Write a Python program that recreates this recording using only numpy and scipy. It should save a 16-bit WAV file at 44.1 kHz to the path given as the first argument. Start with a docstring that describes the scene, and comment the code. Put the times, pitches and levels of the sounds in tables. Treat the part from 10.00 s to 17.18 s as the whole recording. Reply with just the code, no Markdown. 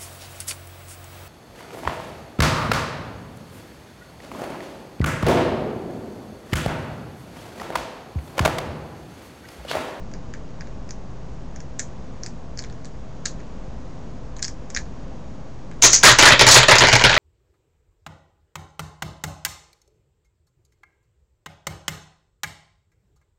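"""A plastic puzzle cube is turned by hand over a wooden table: sharp clicks over hollow knocks.
It bursts in the hands, and its pieces clatter and bounce on the table top; struck resonances make every blow.
The place is a small room, its answer only a few dB under each blow, with noise for air and wavering hum lines.
The cheap microphone hums and hisses, picks up little above 8 kHz and overloads on the clatter."""
import sys
import numpy as np
from scipy import signal
from scipy.fft import rfft, irfft, next_fast_len
from scipy.io import wavfile
from scipy.ndimage import map_coordinates

SR = 44100
rng = np.random.default_rng(int(sys.argv[2]) if len(sys.argv) > 2 else 0)


def wrap_up_sound(samples):
    """Save the sound to the file named by the first command line argument, as 16-bit audio."""
    columns = np.atleast_2d(samples).T
    # keep every value between -1 and 1, then stretch to whole-number steps
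    tamed = np.clip(columns, -1, 1)
    steps = np.round(tamed * 32767).astype(np.int16)
    wavfile.write(sys.argv[1], SR, steps)


def convert_level_to_amplitude(level_db):
    """Map a level in decibels to its linear amplitude factor."""
    exponent = np.asarray(level_db, float) / 20
    return 10 ** exponent


N = 316638  # length in samples

# Blow levels are peaks of the direct sound at the microphone, ahead of its response and overload.
# room air and microphone hiss, relative spectrum: [f/Hz, level/dB per Hz]
AIR_SPECTRUM = [(20, -15.5), (40, -0.5), (70, -3), (92, -14), (150, -7.5), (212, -10.5), (266, -11.5),
                (326, -17), (520, -19), (1100, -25.5), (1300, -30), (2190, -37), (4000, -42), (6840, -42.5)]
# hum lines ahead of the microphone response: [f/Hz, rms level/dB, wander/Hz]
HUM_LINES = [(34.8, -46, 1.74), (65, -60, 0.6), (121.5, -45.5, 1.24), (160, -52.5, 3.6), (516, -56.5, 2.63),
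             (642, -59.5, 2.6)]
# layers of the cube snapping into place: [t/s, click level/dB, hollow knock level/dB, click f/Hz]
TURNS = [(0.115, -41, -42, 6700), (0.138, -27, -33, 4950), (0.3383, -28, -28, 4540),
         (0.609, -27.5, -26.5, 4560), (0.6721, -34.5, -38, 4800), (0.8918, -29, -36, 5260),
         (0.9075, -21, -34.5, 6100), (1.5615, -26.5, -36, 5730), (1.604, -32, -35.5, 5900),
         (1.7943, -7, -21.5, 5640), (1.8007, -15, -31, 6660), (2.235, -15.5, -35, 5900),
         (2.2624, -18, -29.5, 4570), (2.575, -22.5, -37, 5400), (2.5868, -24.5, -37, 6700),
         (2.591, -14, -29, 4960), (2.6236, -27, -37, 6050), (2.6393, -26.5, -33, 3800),
         (2.6476, -32, -33, 5250), (2.699, -32, -41, 4300), (2.726, -36, -41, 6100),
         (2.847, -29, -40, 4670), (2.8548, -25, -42, 4040), (3.2558, -12, -22, 5200),
         (3.2588, -4.5, -22, 6015), (3.4025, -37, -38, 4500), (4.3663, -24, -41, 6350),
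         (4.386, -33, -43, 6200), (4.3932, -28, -32, 6360), (4.425, -16, -33, 5600),
         (4.427, -4.5, -23.5, 5370), (4.4444, -12.5, -33, 5200), (4.4493, -12, -28, 5300),
         (4.4811, -15, -29, 5060), (4.7025, -21.5, -34, 4700), (4.7483, -13, -25, 5770),
         (4.7642, -9, -13, 6100), (4.7724, -13.5, -17, 6900), (5.7143, -31.5, -34, 4050)]
# resonances of a plastic piece: [f/Hz, width/Hz, level/dB]
PIECE_MODES = [(3880, 1970, -12.5), (4300, 1000, -4), (6100, 1600, 4), (6120, 1540, 3), (7440, 1200, 0.5)]
# resonances of the hollow core: [f/Hz, width/Hz, level/dB]
HOLLOW_MODES = [(1260, 780, -12.5), (1694, 246, 2.5), (2310, 420, -6), (2900, 950, -33)]
# low resonances, those of the table top: [f/Hz, width/Hz, level/dB]
TABLE_MODES = [(47.4, 14, -5.5), (122.2, 18.5, 2), (260, 84, -10), (402, 76, -3.5), (538, 76, -3.5),
               (630, 87, -2.5), (951, 153, -1.5), (1430, 214, -2), (1710, 232, 0.5), (2086, 484, -1),
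               (2436, 520, -5), (2820, 180, -2.5), (3090, 740, -6.5), (4100, 1540, -8.5)]
# the burst in the hands, then several pieces rattling down on the table:
# [t/s, length/s, first click level/dB, first low knock level/dB, click f/Hz before stray]
FLURRIES = [(5.823, 0.04, 10, -8, 6490), (5.837, 0.0074, 7, 6, 6240), (5.875, 0.0045, -4, -25, 5760),
            (5.905, .018, -5, -31, 6040), (5.931, .008, 9, -14, 6730), (5.952, 0.0028, 4, -21, 6400),
            (6.034, 0.053, 14.5, 12.5, 4270), (6.087, 0.026, 6, -1.5, 6800), (6.187, 0.021, 9.5, 8.5, 4200),
            (6.225, 0.013, 6, 10, 4300), (6.255, 0.0065, 7, 8.5, 4500), (6.275, 0.013, 12, 5.5, 4096),
            (6.306, 0.019, -7, 6, 4760), (6.394, 0.019, 4.5, 6.5, 4850), (6.467, 0.026, 10, 9.5, 4500),
            (6.512, 0.0076, 17, 2, 6700), (6.543, 0.033, 13, 8, 4440), (6.684, 0.036, 2.5, 9.5, 4200),
            (6.82, .024, -13, 4, 4200), (6.928, 0.012, -1.5, 2, 4200), (7.039, 0.0061, -1.5, 4.5, 4010)]
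# single contacts: one knock within the burst, then pieces bouncing: [t/s, click level/dB, low knock level/dB]
BOUNCES = [(5.9329, 0, -7), (6.012, -36, -28), (6.594, -8, -1), (6.631, -4.5, 3.5), (6.755, 2.5, 2),
           (6.784, 3.5, 0), (6.807, -0.5, 1.5), (6.871, -7, 2), (6.886, -1, 2), (6.917, -20, -4.5),
           (6.954, 0.5, 4.5), (6.995, -13, -5.5), (7.012, -13, -1), (7.067, -19, -0.5), (7.095, -12.5, 1),
           (7.115, -16, -4), (7.129, -17, -2), (7.143, -15, -4), (7.153, -23, -5.5), (7.165, -20, -2.5),
           (7.176, -18, 0)]
# response of the microphone input, ahead of the overload: [f/Hz, level/dB]
MIC_INPUT = [(7050, 1), (7350, -4), (8150, 0), (8450, -59), (9500, -93)]
# treble response after the overload: [f/Hz, level/dB]
MIC_OUTPUT = [(7000, -2), (7400, -6.5), (8200, -7.5), (8500, -3.5), (10500, -3), (11000, -11.5),
              (15800, -10.5), (16100, -68)]

# a faint tick just before each snap: lead/s, level/dB against the snap
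EARLY_S, EARLY_DB = 0.0043, -20
# loose parts tick faintly after a snap: longest wait/s, highest level/dB against the snap, range below it/dB
SETTLE_S, SETTLE_DB, SETTLE_RANGE_DB = 0.022, -17, 16
SETTLE_LOW_HZ, SETTLE_HIGH_HZ = 4500, 7100
# contacts in a flurry: mean gap/s, its scatter as a share, level scatter/dB
GAP_S, GAP_SCATTER, SCATTER_DB = 0.011, 0.5, 4
# loss along a flurry, and the further loss once its length is over
TIRE_DB_PER_S, REST_DB_PER_S = 70, 1800
# a faint contact just before the flurry: lead/s, level/dB against its first contact
LEAD_S, LEAD_DB = 0.0039, -22
# high note of a single contact and low note of any; the strays are standard deviations of log f
CLICK_HZ, KNOCK_HZ, CLICK_STRAY, KNOCK_STRAY = 4200, 1857, 0.098, 0.22
BODY_HZ = np.fft.rfftfreq(4096, 1 / SR)  # frequencies at which a struck body is computed


def unit(x):
    """Scale x to rms 1."""
    return x / np.sqrt(np.mean(x ** 2) + 1e-20)


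def coloured(x, points):
    """Filter x through a gain given as (f/Hz, level/dB) points on a log frequency axis."""
    size = next_fast_len(N + 8192)
    hz, db = np.transpose(points)
    log_hz = np.log(np.fft.rfftfreq(size, 1 / SR) + 1)
    gain = convert_level_to_amplitude(np.interp(log_hz, np.log(hz), db))
    return irfft(rfft(x, size) * gain, size)[..., :N]


def wobble(rate):
    """A smooth random curve through normal draws, rate knots a second."""
    knots = rng.standard_normal(N // 1000)
    return map_coordinates(knots, [np.arange(N) * rate / SR])


def room_tone():
    """Gently swaying filtered noise for air and hiss, with hum lines that drift in level and pitch."""
    air = unit(coloured(rng.standard_normal(N), AIR_SPECTRUM))
    air *= convert_level_to_amplitude(-36.0 + 0.5 * wobble(2.98))
    hum = np.zeros(N)
    for hz, db, wander in HUM_LINES:
        level = convert_level_to_amplitude(db + 1.07 * wobble(7.5))
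        phase = 2 * np.pi * np.cumsum(hz + wander * wobble(6.8)) / SR
        hum += np.sqrt(2) * level * np.sin(phase)  # sqrt(2) turns rms into peak
    return air + hum


def add(track, s, sound):
    """Lay a sound into the track at s seconds, cut off at the end of the track."""
    part = track[round(s * SR):][:len(sound)]
    part += sound[:len(part)]


def dying(length, t60):
    """Noise of so many samples that falls 60 dB in t60 seconds."""
    return rng.standard_normal(length) * convert_level_to_amplitude(-60 * np.arange(length) / SR / t60)


def body_response(modes, spread_db):
    """Sum of resonances with scattered levels; neighbours in frequency swing in opposite phase."""
    gains = convert_level_to_amplitude(spread_db * rng.standard_normal(len(modes)))
    body = 0
    for gain, (centre, width, db) in zip(gains, modes):
        sign = (-1) ** sum(centre > other for other, _, _ in modes)
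        damping = 1j * BODY_HZ * width
        body = body + sign * gain * convert_level_to_amplitude(db) * damping / (centre ** 2 - BODY_HZ ** 2 + damping)
    return body


def struck(modes, contact_s, rattle_db, spread_db, room_db, room_s):
    """A hard contact and three weaker rebounds ring the modes to direct peak 1, and the room answers."""
    body = body_response(modes, spread_db)
    contact = dying(2048, contact_s)
    contact[0] = 4.2  # the first touch is a clean impulse
    for late, weak in rng.random((3, 2)):
        rebound = convert_level_to_amplitude(rattle_db - 6.8 * weak) * dying(1024, contact_s)
        add(contact, 0.002 + 0.01 * late, rebound)
    ring = irfft(rfft(contact, 4096) * body)
    ring /= np.abs(ring).max()
    # the walls' answer swells over the first milliseconds
    room_length = SR // 3
    swell = 1 - np.exp(-np.arange(room_length) / SR / 0.0012)
    # many paths blur the blow: the answer keeps only the colour of the body
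    sound = signal.fftconvolve(swell * dying(room_length, room_s), irfft(body))
    sound *= convert_level_to_amplitude(room_db) * np.linalg.norm(ring) / np.linalg.norm(sound)
    sound[:len(ring)] += ring
    return sound


def snaps():
    """Every snap, the faint tick before it and two settling ticks: (t/s, click/dB, knock/dB, click f/Hz)."""
    rows = list(TURNS)
    for s, click_db, knock_db, hz in TURNS:
        rows.append((s - EARLY_S, click_db + EARLY_DB, knock_db + EARLY_DB, hz))
        for late, weak, note in rng.random((2, 3)):
            tick_db = SETTLE_DB - SETTLE_RANGE_DB * weak
            tick_hz = SETTLE_LOW_HZ + (SETTLE_HIGH_HZ - SETTLE_LOW_HZ) * note
            rows.append((s + SETTLE_S * late, click_db + tick_db, knock_db + tick_db, tick_hz))
    return rows


def cube():
    """Each snap rings sharp plastic, with a note for the part that moved, over the knock of the hollow core."""
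    out = np.zeros(N)
    for s, click_db, knock_db, click_hz in snaps():
        click = struck(PIECE_MODES + [(click_hz, 1100, 4)], contact_s=0.009, rattle_db=-13,
                       spread_db=3.0, room_db=-7, room_s=0.17)
        knock = struck(HOLLOW_MODES, contact_s=0.0029, rattle_db=-6,
                       spread_db=0.5, room_db=-5, room_s=0.12)
        add(out, s, convert_level_to_amplitude(click_db) * click)
        add(out, s, convert_level_to_amplitude(knock_db) * knock)
    return out


def contacts():
    """Every contact of flurries and bounces: (t/s, click/dB, knock/dB, click f/Hz, knock f/Hz)."""
    rows = [(s, click_db, knock_db, CLICK_HZ) for s, click_db, knock_db in BOUNCES]
    step = np.arange(7)
    later = step > 0  # the first contact keeps its time and level
    for s, length, click_db, knock_db, click_hz in FLURRIES:
        jitter = GAP_SCATTER * rng.uniform(-1, 1, len(step)) * later
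        late = GAP_S * (step + jitter)
        loss_db = TIRE_DB_PER_S * late + REST_DB_PER_S * np.maximum(late - length, 0)
        scatter_db = SCATTER_DB * rng.standard_normal((2, len(step))) * later
        clicks, knocks = scatter_db - loss_db
        rows.append((s - LEAD_S, click_db + LEAD_DB, knock_db + LEAD_DB, click_hz))
        rows += zip(s + late, click_db + clicks, knock_db + knocks, np.full(len(step), click_hz))
    strays = np.exp(rng.standard_normal((len(rows), 2)) * [CLICK_STRAY, KNOCK_STRAY])
    return [(s, click_db, knock_db, hz * high, KNOCK_HZ * low)
            for (s, click_db, knock_db, hz), (high, low) in zip(rows, strays)]


def pieces():
    """Burst and landings rattle harder than a snap: plastic over a low knock, each with a note of its own."""
    out = np.zeros(N)
    for s, click_db, knock_db, click_hz, knock_hz in contacts():
        click = struck(PIECE_MODES + [(click_hz, 900, 4)], contact_s=0.015, rattle_db=-5,
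                       spread_db=2.0, room_db=-5.5, room_s=0.2)
        knock = struck(TABLE_MODES + [(knock_hz, 450, 4)], contact_s=0.018, rattle_db=-5.0,
                       spread_db=2.0, room_db=-3.0, room_s=0.24)
        add(out, s, convert_level_to_amplitude(click_db) * click)
        add(out, s, convert_level_to_amplitude(knock_db) * knock)
    return out


def scene():
    """Room, cube and pieces at the microphone, one channel."""
    return (room_tone() + cube() + pieces())[None]


def roll_off(x):
    """The treble ends steeply here."""
    return signal.sosfilt(signal.butter(12, 16310, fs=SR, output="sos"), x)


def record(dry):
    """The microphone limits the band, overloads with flat tops and adds small standing offsets."""
    heard = coloured(dry, MIC_INPUT) - 0.012
    # bends smoothly into a ceiling of 0.76
    overloaded = heard / (1 + np.abs(heard / 0.76) ** 8) ** (1 / 8) - 0.017
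    return roll_off(coloured(overloaded, MIC_OUTPUT))


dry = scene()
out = record(dry)
wrap_up_sound(out)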